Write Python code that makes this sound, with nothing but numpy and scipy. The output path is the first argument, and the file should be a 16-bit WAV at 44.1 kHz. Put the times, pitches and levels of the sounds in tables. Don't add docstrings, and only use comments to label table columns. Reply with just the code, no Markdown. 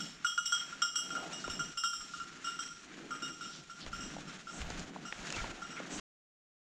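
import sys
import numpy as np
from scipy import signal
from scipy.fft import rfft, irfft, next_fast_len
from scipy.io import wavfile
from scipy.ndimage import map_coordinates

SR = 44100
rng = np.random.default_rng(int(sys.argv[2]) if len(sys.argv) > 2 else 0)


def dump_mix(stems):
    frames = np.atleast_2d(stems).T
    limited = np.clip(frames, -1, 1)
    pcm = np.round(limited * 32767).astype(np.int16)
    wavfile.write(sys.argv[1], SR, pcm)


N = 292383

# (time [s], length [s], rub [dB], scuff [dB], crunchy leaves [dB], crisp leaves [dB])
MOVES = [(0, 0.066, -50, -61, -59.5, -57.5), (0.187, 0.052, -60.5, -77.5, -60, -78),
         (0.568, 0.26, -62, -67.5, -57, -63), (1.11, 0.55, -52, -59, -57, -60.5),
         (1.224, 0.034, -63, -47.5, -62, -70), (2.023, 0.22, -64.5, -72, -64, -62.5),
         (2.303, 0.36, -58, -72, -58.5, -64.5), (2.908, 0.39, -52, -63.5, -58, -69),
         (3.403, 0.21, -57.5, -68, -64.5, -65), (3.845, .52, -53, -61, -57, -61.5),
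         (4.584, 0.23, -50.5, -54.5, -53.5, -56.5), (4.882, .17, -52.5, -60, -60, -80),
         (5.22, 0.29, -54, -52.5, -52, -58.5), (5.297, 0.067, -55, -63, -53.5, -51),
         (5.586, 0.13, -56, -59.5, -58, -65.5), (5.785, 0.048, -54, -64, -52, -69),
         (5.913, 0.13, -46.5, -50.5, -53.5, -55)]
RESTING_DB = [-67.5, -74.5, -69, -65]
# (frequency [Hz], relative level [dB])
SLOW_RUB_TONE = [(60, -31.5), (110, -23.5), (145, -0.5), (190, 2), (260, -8.5), (430, -22.5), (2000, -66.5)]
FAST_RUB_TONE = [(100, -38.5), (190, -9.5), (260, 0.5), (350, -3), (440, -9), (800, -31), (2000, -59.5)]
SCUFF_TONE = [(200, -15.5), (450, -5), (720, 1.5), (1000, -8.5), (1600, -15.5), (4000, -49)]
THUD_TONE = [(10, -8.5), (30, 2), (55, -6), (100, -6.5), (170, -20.5), (500, -60.5)]
CRUNCH_TONE = [(400, -22), (900, -4.5), (1400, 6.5), (2100, 2), (3000, -2), (4500, -12), (9000, -44.5)]
CRISP_TONE = [(1200, -29), (2500, 4), (3700, 4), (5000, 1), (7000, 3.5), (8000, -7.5), (9500, -15.5),
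              (11500, -32), (14000, -39), (16000, -55.5)]
# (time [s], fast rub over slow rub [dB])
RUB_PACE = [(0, -5.5), (.9, -1.5), (1.2, 4.5), (1.7, -2), (2.75, 3), (3, 7), (3.35, 3.5), (3.8, -5),
            (5, -0.5), (6, 1)]
# (time [s], level [dB], settling time [s])
FOOTFALLS = [(1.5, -47, 0.022), (1.63, -60, 0.039), (1.99, -65, .04), (2.2, -63, 0.027),
             (3.87, -52.5, 0.26), (4.62, -41, .09), (4.78, -49, .04), (5.19, -50, 0.015),
             (5.39, -44.5, 0.082), (5.97, -50, .1)]
# (time [s], length [s], low edge [Hz], high edge [Hz], level [dB])
SWISHES = [(0, 0.1, 2800, 7000, -55), (1.37, 0.1, 3000, 7200, -51.5), (2.075, .17, 3000, 7400, -54),
           (3.443, 0.21, 3000, 6000, -53.5), (3.783, 0.084, 2800, 5200, -49.5),
           (4.468, 0.19, 5500, 8100, -53), (5.881, 0.13, 5500, 8080, -47.5)]
# (time [s], length [s], start pitch [Hz], end pitch [Hz], relative level [dB])
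SQUEAKS = [(5.328, 0.035, 2750, 2500, -42), (5.358, 0.063, 2400, 2130, -46),
           (5.745, 0.066, 2300, 2140, -50.5)]
# (time [s], crack [dB], wood [dB], knock [dB])
TWIG_SNAPS = [(1.478, -38, -43, -37.5), (3.8638, -41, -42.5, -43.5), (4.1654, -46, -53, -40.5),
              (4.1854, -57, -56, -43), (4.6166, -40, -38, -52), (4.7025, -30.5, -53, -40.5),
              (4.7945, -37.5, -56, -47.5), (4.8017, -38, -58, -52), (4.9604, -59, -67, -41),
              (5.1247, -48, -33.5, -43.5), (5.2699, -39, -43.5, -47), (5.3035, -28, -40, -60),
              (5.3246, -28.5, -43, -46), (5.3649, -32, -41, -42), (5.4425, -46, -45, -37.5),
              (5.8011, -46, -50, -40)]

BELL_MODES = {"clank": [(1257, -11, .16, -4), (1382.6, -1, 0.059, -4), (1393.5, -1.5, 0.15, -3.5)],
              "lower ring": [(2876, .5, 0.43, -1), (3710, -7.5, 0.039, -2.5)],
              "upper ring": [(3224, -2, 0.38, 0)], "jangle": [(5200, -9, 0.37, 1), (5390, 0, 0.26, -8),
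              (5607, 6, 0.11, -1.5), (5743, -5, 0.15, 3.5), (5867, -1.5, 0.18, 4)],
              "sparkle": [(7478, 4, 0.12, -0.5), (7570, -7.5, 0.24, -5.5), (7884, -6, .25, 9),
              (8830, -20, .2, 3), (8950, -18, 0.27, 1), (9280, -14.5, .2, -3.5), (10190, -24, 0.17, 3),
              (11360, -27.5, .13, -1.5), (12300, -26, .15, 0.5), (13040, -25.5, .15, 1.5),
              (13450, -27.5, .15, -2), (14700, -36.5, .13, 1.5)]}
# (time [s], strength [dB], hardness [dB],
# lip [- favours lower ring, + upper ring], side [-1 dull to 1 bright])
STRIKES = [(.003, -38, 0, -0.058, -.9), (0.246, -22, -13.5, -.6, .8), (.267, -33.5, -1.5, 1, -.9),
           (0.377, -23, -13.5, -0.73, .8), (.456, -40, 9.5, -0.15, -.9), (.522, -24, -6.5, 1, .7),
           (.574, -38, -5, 0.34, -.9), (0.725, -38.5, -18, -0.029, .8), (0.819, -23.5, -4, 0.17, -.9),
           (.956, -34, 5.5, 0.0069, .3), (0.987, -36, -2.5, -0.32, .9), (1.104, -34, -11, .3, .9),
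           (1.151, -30, -16, 0.51, .9), (1.167, -30.5, -19, -1.3, -.9), (1.329, -42, 2, -.8, .9),
           (1.441, -33, -12, -0.62, -.9), (1.498, -35.5, -2, -0.5, -.9), (1.593, -28, -8.5, -0.17, .9),
           (1.773, -34.5, 1.5, -.3, -.2), (1.836, -24.5, -7, 0.19, -.2), (1.932, -34.5, -3, 0.17, -.9),
           (2.005, -40.5, -16.5, -.5, .5), (2.136, -35, -15.5, -0.55, .1), (2.2, -32, -18.5, -0.7, -.9),
           (2.443, -35, -4, -.3, -.1), (2.470, -30.5, -14.5, -1.5, -.3), (2.590, -32, -6, 0.25, .8),
           (3.107, -30.5, -16.5, 0.07, .8), (3.221, -33, -6.5, -0.86, -.4), (3.247, -39, -5.5, -0.33, .4),
           (3.409, -35, -11, -0.56, .2), (3.454, -39.5, -7.5, 0.17, -.3), (3.697, -39, -14, 0.075, .9),
           (3.929, -34, -12, -0.17, -.9), (4.003, -45.5, 3.5, -0.38, .9), (4.271, -46, -7, 0.35, -.9),
           (4.470, -36.5, -15, 0.067, -.9), (5.052, -39, -7, -0.45, .9), (5.364, -37, -18.5, .2, -.9),
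           (5.618, -35.5, -15, -0.0086, .7), (5.704, -40, -9, -0.12, .9)]
# (time [s], speed [m/s])
DOG_SPEED = [(0, 4.5), (.55, 3.5), (.82, 0.5), (.96, 0.56), (1.2, -0.5), (1.55, -1), (1.8, -4.5),
             (2.6, -4.5), (6, -4.5)]
FAMILY_DB = [-8.5, -14, -14.5, -7, -13.5]
HARDNESS_SHARE = [0.015, 0.8, 0.94, 1, 1]
LIP_DB = [0.5, -7, 9, 0.5, 0.5]
SCATTER_DB = [-9, 2, -2, -1.5, 0.5]
SCATTER_FADE_S = [0.77, 0.24, 0.49, 0.63, 0.56]
SCATTER_WIDTH = [0.016, 0.009, 0.0059, 0.017, .012]


def amp(db):
    return 10 ** (np.asarray(db) / 20)


def unit(x):
    return x / np.sqrt(np.mean(x ** 2) + 1e-20)


def wobble(rate):
    points = rng.standard_normal(int(N * rate / SR) + 4)
    return map_coordinates(points, [np.arange(N) * rate / SR])


def swell(start, hold, attack, release):
    t = np.arange(N) / SR - start
    return np.exp(np.minimum(t, 0) / attack - np.maximum(t - hold, 0) / release)


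def add(track, start, sound):
    part = track[max(round(start * SR), 0):][:len(sound)]
    part += sound[:len(part)]


def filtered(x, gain_at):
    size = next_fast_len(N + SR // 4)
    return irfft(rfft(x, size) * gain_at(np.fft.rfftfreq(size, 1 / SR)), size)[..., :N]


def coloured(x, tone):
    tone_hz, tone_db = np.transpose(tone)
    return unit(filtered(x, lambda hz: amp(np.interp(np.log(hz + 1), np.log(tone_hz), tone_db))))


def burst(t, low_hz, high_hz, fade_s):
    band = signal.butter(4, [low_hz, high_hz], "band", fs=SR, output="sos")
    puff = signal.sosfilt(band, rng.standard_normal(len(t)) * amp(-60 * t / fade_s))
    return puff / np.abs(puff).max()


def grains(rate, spread_db, hiss):
    clicks = (rng.random(N) < rate / SR) * rng.choice([-1, 1], N)
    sizes = amp(spread_db * np.clip(rng.standard_normal(N), -2, 2))
    return unit(clicks * sizes) + hiss * rng.standard_normal(N)


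def even_start(rings):
    return rings / rings[:, :SR // 25].std(axis=1, keepdims=True)


def movement():
    swells = np.array([swell(start, hold, attack=0.079, release=0.068) for start, hold, *_ in MOVES])
    gains = amp([levels_db for _, _, *levels_db in MOVES])
    return np.sqrt(amp(RESTING_DB)[:, None] ** 2 + gains.T ** 2 @ swells ** 2)


def clothes(rub_gain, scuff_gain):
    fast_gain = amp(np.interp(np.arange(N) / SR, *np.transpose(RUB_PACE)))
    slow = coloured(grains(rate=500, spread_db=5, hiss=1.17), SLOW_RUB_TONE)
    fast = coloured(grains(rate=500, spread_db=5, hiss=1.17), FAST_RUB_TONE)
    catching = amp(1.5 * wobble(rate=20))
    rub = catching * (slow + fast_gain * fast) / np.hypot(1, fast_gain)
    scuff = coloured(grains(rate=630, spread_db=6.5, hiss=0.87), SCUFF_TONE)
    return rub_gain * rub + scuff_gain * scuff


def footfalls():
    hand_db = -72.5
    jolts = [amp(db) * swell(start, hold=.02, attack=.02, release=settle)
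             for start, db, settle in FOOTFALLS]
    shaking = np.hypot(amp(hand_db), np.linalg.norm(jolts, axis=0))
    return shaking * coloured(rng.standard_normal(N), THUD_TONE)


def leaves(crunch_gain, crisp_gain):
    clumps = wobble(rate=55)
    crisp = coloured(grains(rate=1400, spread_db=0, hiss=0.93) * amp(2.0 * clumps), CRISP_TONE)
    crunch = coloured(grains(rate=700, spread_db=3, hiss=0.95) * amp(1.43 * clumps), CRUNCH_TONE)
    track = crisp_gain * amp(4.0) * crisp + crunch_gain * amp(2.5) * crunch
    brush = unit(grains(rate=3200, spread_db=4, hiss=0.86))
    for start, length, low_hz, high_hz, db in SWISHES:
        stroke = brush[round(start * SR):][:round(length * SR)]
        band = signal.butter(5, [low_hz, high_hz], "band", fs=SR, output="sos")
        add(track, start, amp(db) * np.hanning(len(stroke)) * unit(signal.sosfilt(band, stroke)))
    return track


def squeaks():
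    track = np.zeros(N)
    for start, length, start_hz, end_hz, db in SQUEAKS:
        size = round(length * SR)
        roughness = 1 + 0.046 * wobble(rate=700)[:size]
        pitch_hz = np.linspace(start_hz, end_hz, size) * roughness
        tone = np.sin(2 * np.pi * np.cumsum(pitch_hz) / SR)
        add(track, start, amp(db + 3.5) * np.hanning(size) * tone)
    return track


def twigs():
    track, t = np.zeros(N), np.arange(SR // 10) / SR
    for start, crack_db, wood_db, knock_db in TWIG_SNAPS:
        add(track, start, amp(crack_db) * burst(t, 3800, 7340, fade_s=0.014))
        add(track, start, amp(wood_db + 8.5) * burst(t, 1200, 3300, fade_s=0.014))
        add(track, start, amp(knock_db + 6) * burst(t, 220, 1120, fade_s=0.022))
    return track


def trunk_echoes(t, echo_db, fade_s):
    echoes = np.zeros(len(t))
    echoes[rng.integers(SR // 300, SR // 10, size=40)] = rng.standard_normal(size=40)
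    echoes *= amp(-60 * t / fade_s)
    return (t == 0) + amp(echo_db) * echoes / np.linalg.norm(echoes)


def scattered_ring(t, spectra):
    noise = rng.standard_normal((len(spectra), len(t)))
    shimmer = irfft(rfft(noise) * spectra, len(t))
    shimmer /= shimmer.std(axis=1, keepdims=True)
    build_up = 1 - np.exp(-t / 0.0073)
    return shimmer * build_up * amp(-60 * t / np.array(SCATTER_FADE_S)[:, None])


def collar_bell():
    track, t = np.zeros(N), np.arange(SR * 2 // 5) / SR
    hz, mode_db, fade_s, bright_db = np.vstack(list(BELL_MODES.values())).T[:, :, None]
    mode_family = [family for family, modes in BELL_MODES.items() for _ in modes]
    in_family = np.array([[name == family for name in mode_family] for family in BELL_MODES])
    fading = amp(mode_db - 60 * t / fade_s) * (1 - np.exp(-t / 0.0015))
    width_hz = (np.array(SCATTER_WIDTH) @ in_family)[:, None] * hz * np.hypot(1, (hz / 10000) ** 2)
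    off_pitch = (np.fft.rfftfreq(len(t), 1 / SR) - hz) / width_hz
    smeared_power = amp(mode_db) ** 2 / hz / (1 + off_pitch ** 2) ** 2
    for start, strength_db, hardness_db, lip, side in STRIKES:
        far_db = np.interp(start, [.9, 3], [0, 6.5])
        air_db = -.4 * far_db * (hz / 9000) ** 2
        chance_db = 2.5 * rng.standard_normal(hz.shape)
        mode_gains = in_family * amp(side * bright_db + air_db + chance_db).T
        contact_db = hardness_db * np.array(HARDNESS_SHARE) + lip * np.array(LIP_DB)
        family_gains = amp(strength_db + np.array(FAMILY_DB) + contact_db)
        doppler = 1 + np.interp(start, *np.transpose(DOG_SPEED)) / 343
        direct = mode_gains @ (fading * np.sin(2 * np.pi * hz * doppler * t))
        path = trunk_echoes(t, echo_db=-8.5 + far_db, fade_s=0.12)
        plain = even_start(signal.fftconvolve(direct, path[None], axes=1)[:, :len(t)])
        scattered = scattered_ring(t, np.sqrt(mode_gains ** 2 @ smeared_power))
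        rings = even_start(plain + amp(np.array(SCATTER_DB) + far_db)[:, None] * scattered)
        clack_gain = np.linalg.norm(family_gains) * amp(-2.5 - 0.36 * far_db)
        clack = clack_gain * burst(t, 1600, 7100, fade_s=0.021)
        add(track, start, family_gains @ rings + signal.fftconvolve(clack, path)[:len(t)])
    low_cut = signal.butter(4, 1030, "high", fs=SR, output="sos")
    return signal.sosfilt(low_cut, track)


def scene():
    rub, scuff, crunch, crisp = movement()
    mix = collar_bell() + leaves(crunch, crisp) + twigs() + squeaks() + clothes(rub, scuff) + footfalls()
    return np.tile(mix, (2, 1))


def record(dry):
    stop_s, fade_s, top_hz = 6.0, .003, 15750
    fade_out = np.clip((stop_s - np.arange(N) / SR) / fade_s, 0, 1)
    return filtered(dry * fade_out, lambda hz: hz < top_hz)


dry = scene()
out = record(dry)
dump_mix(out)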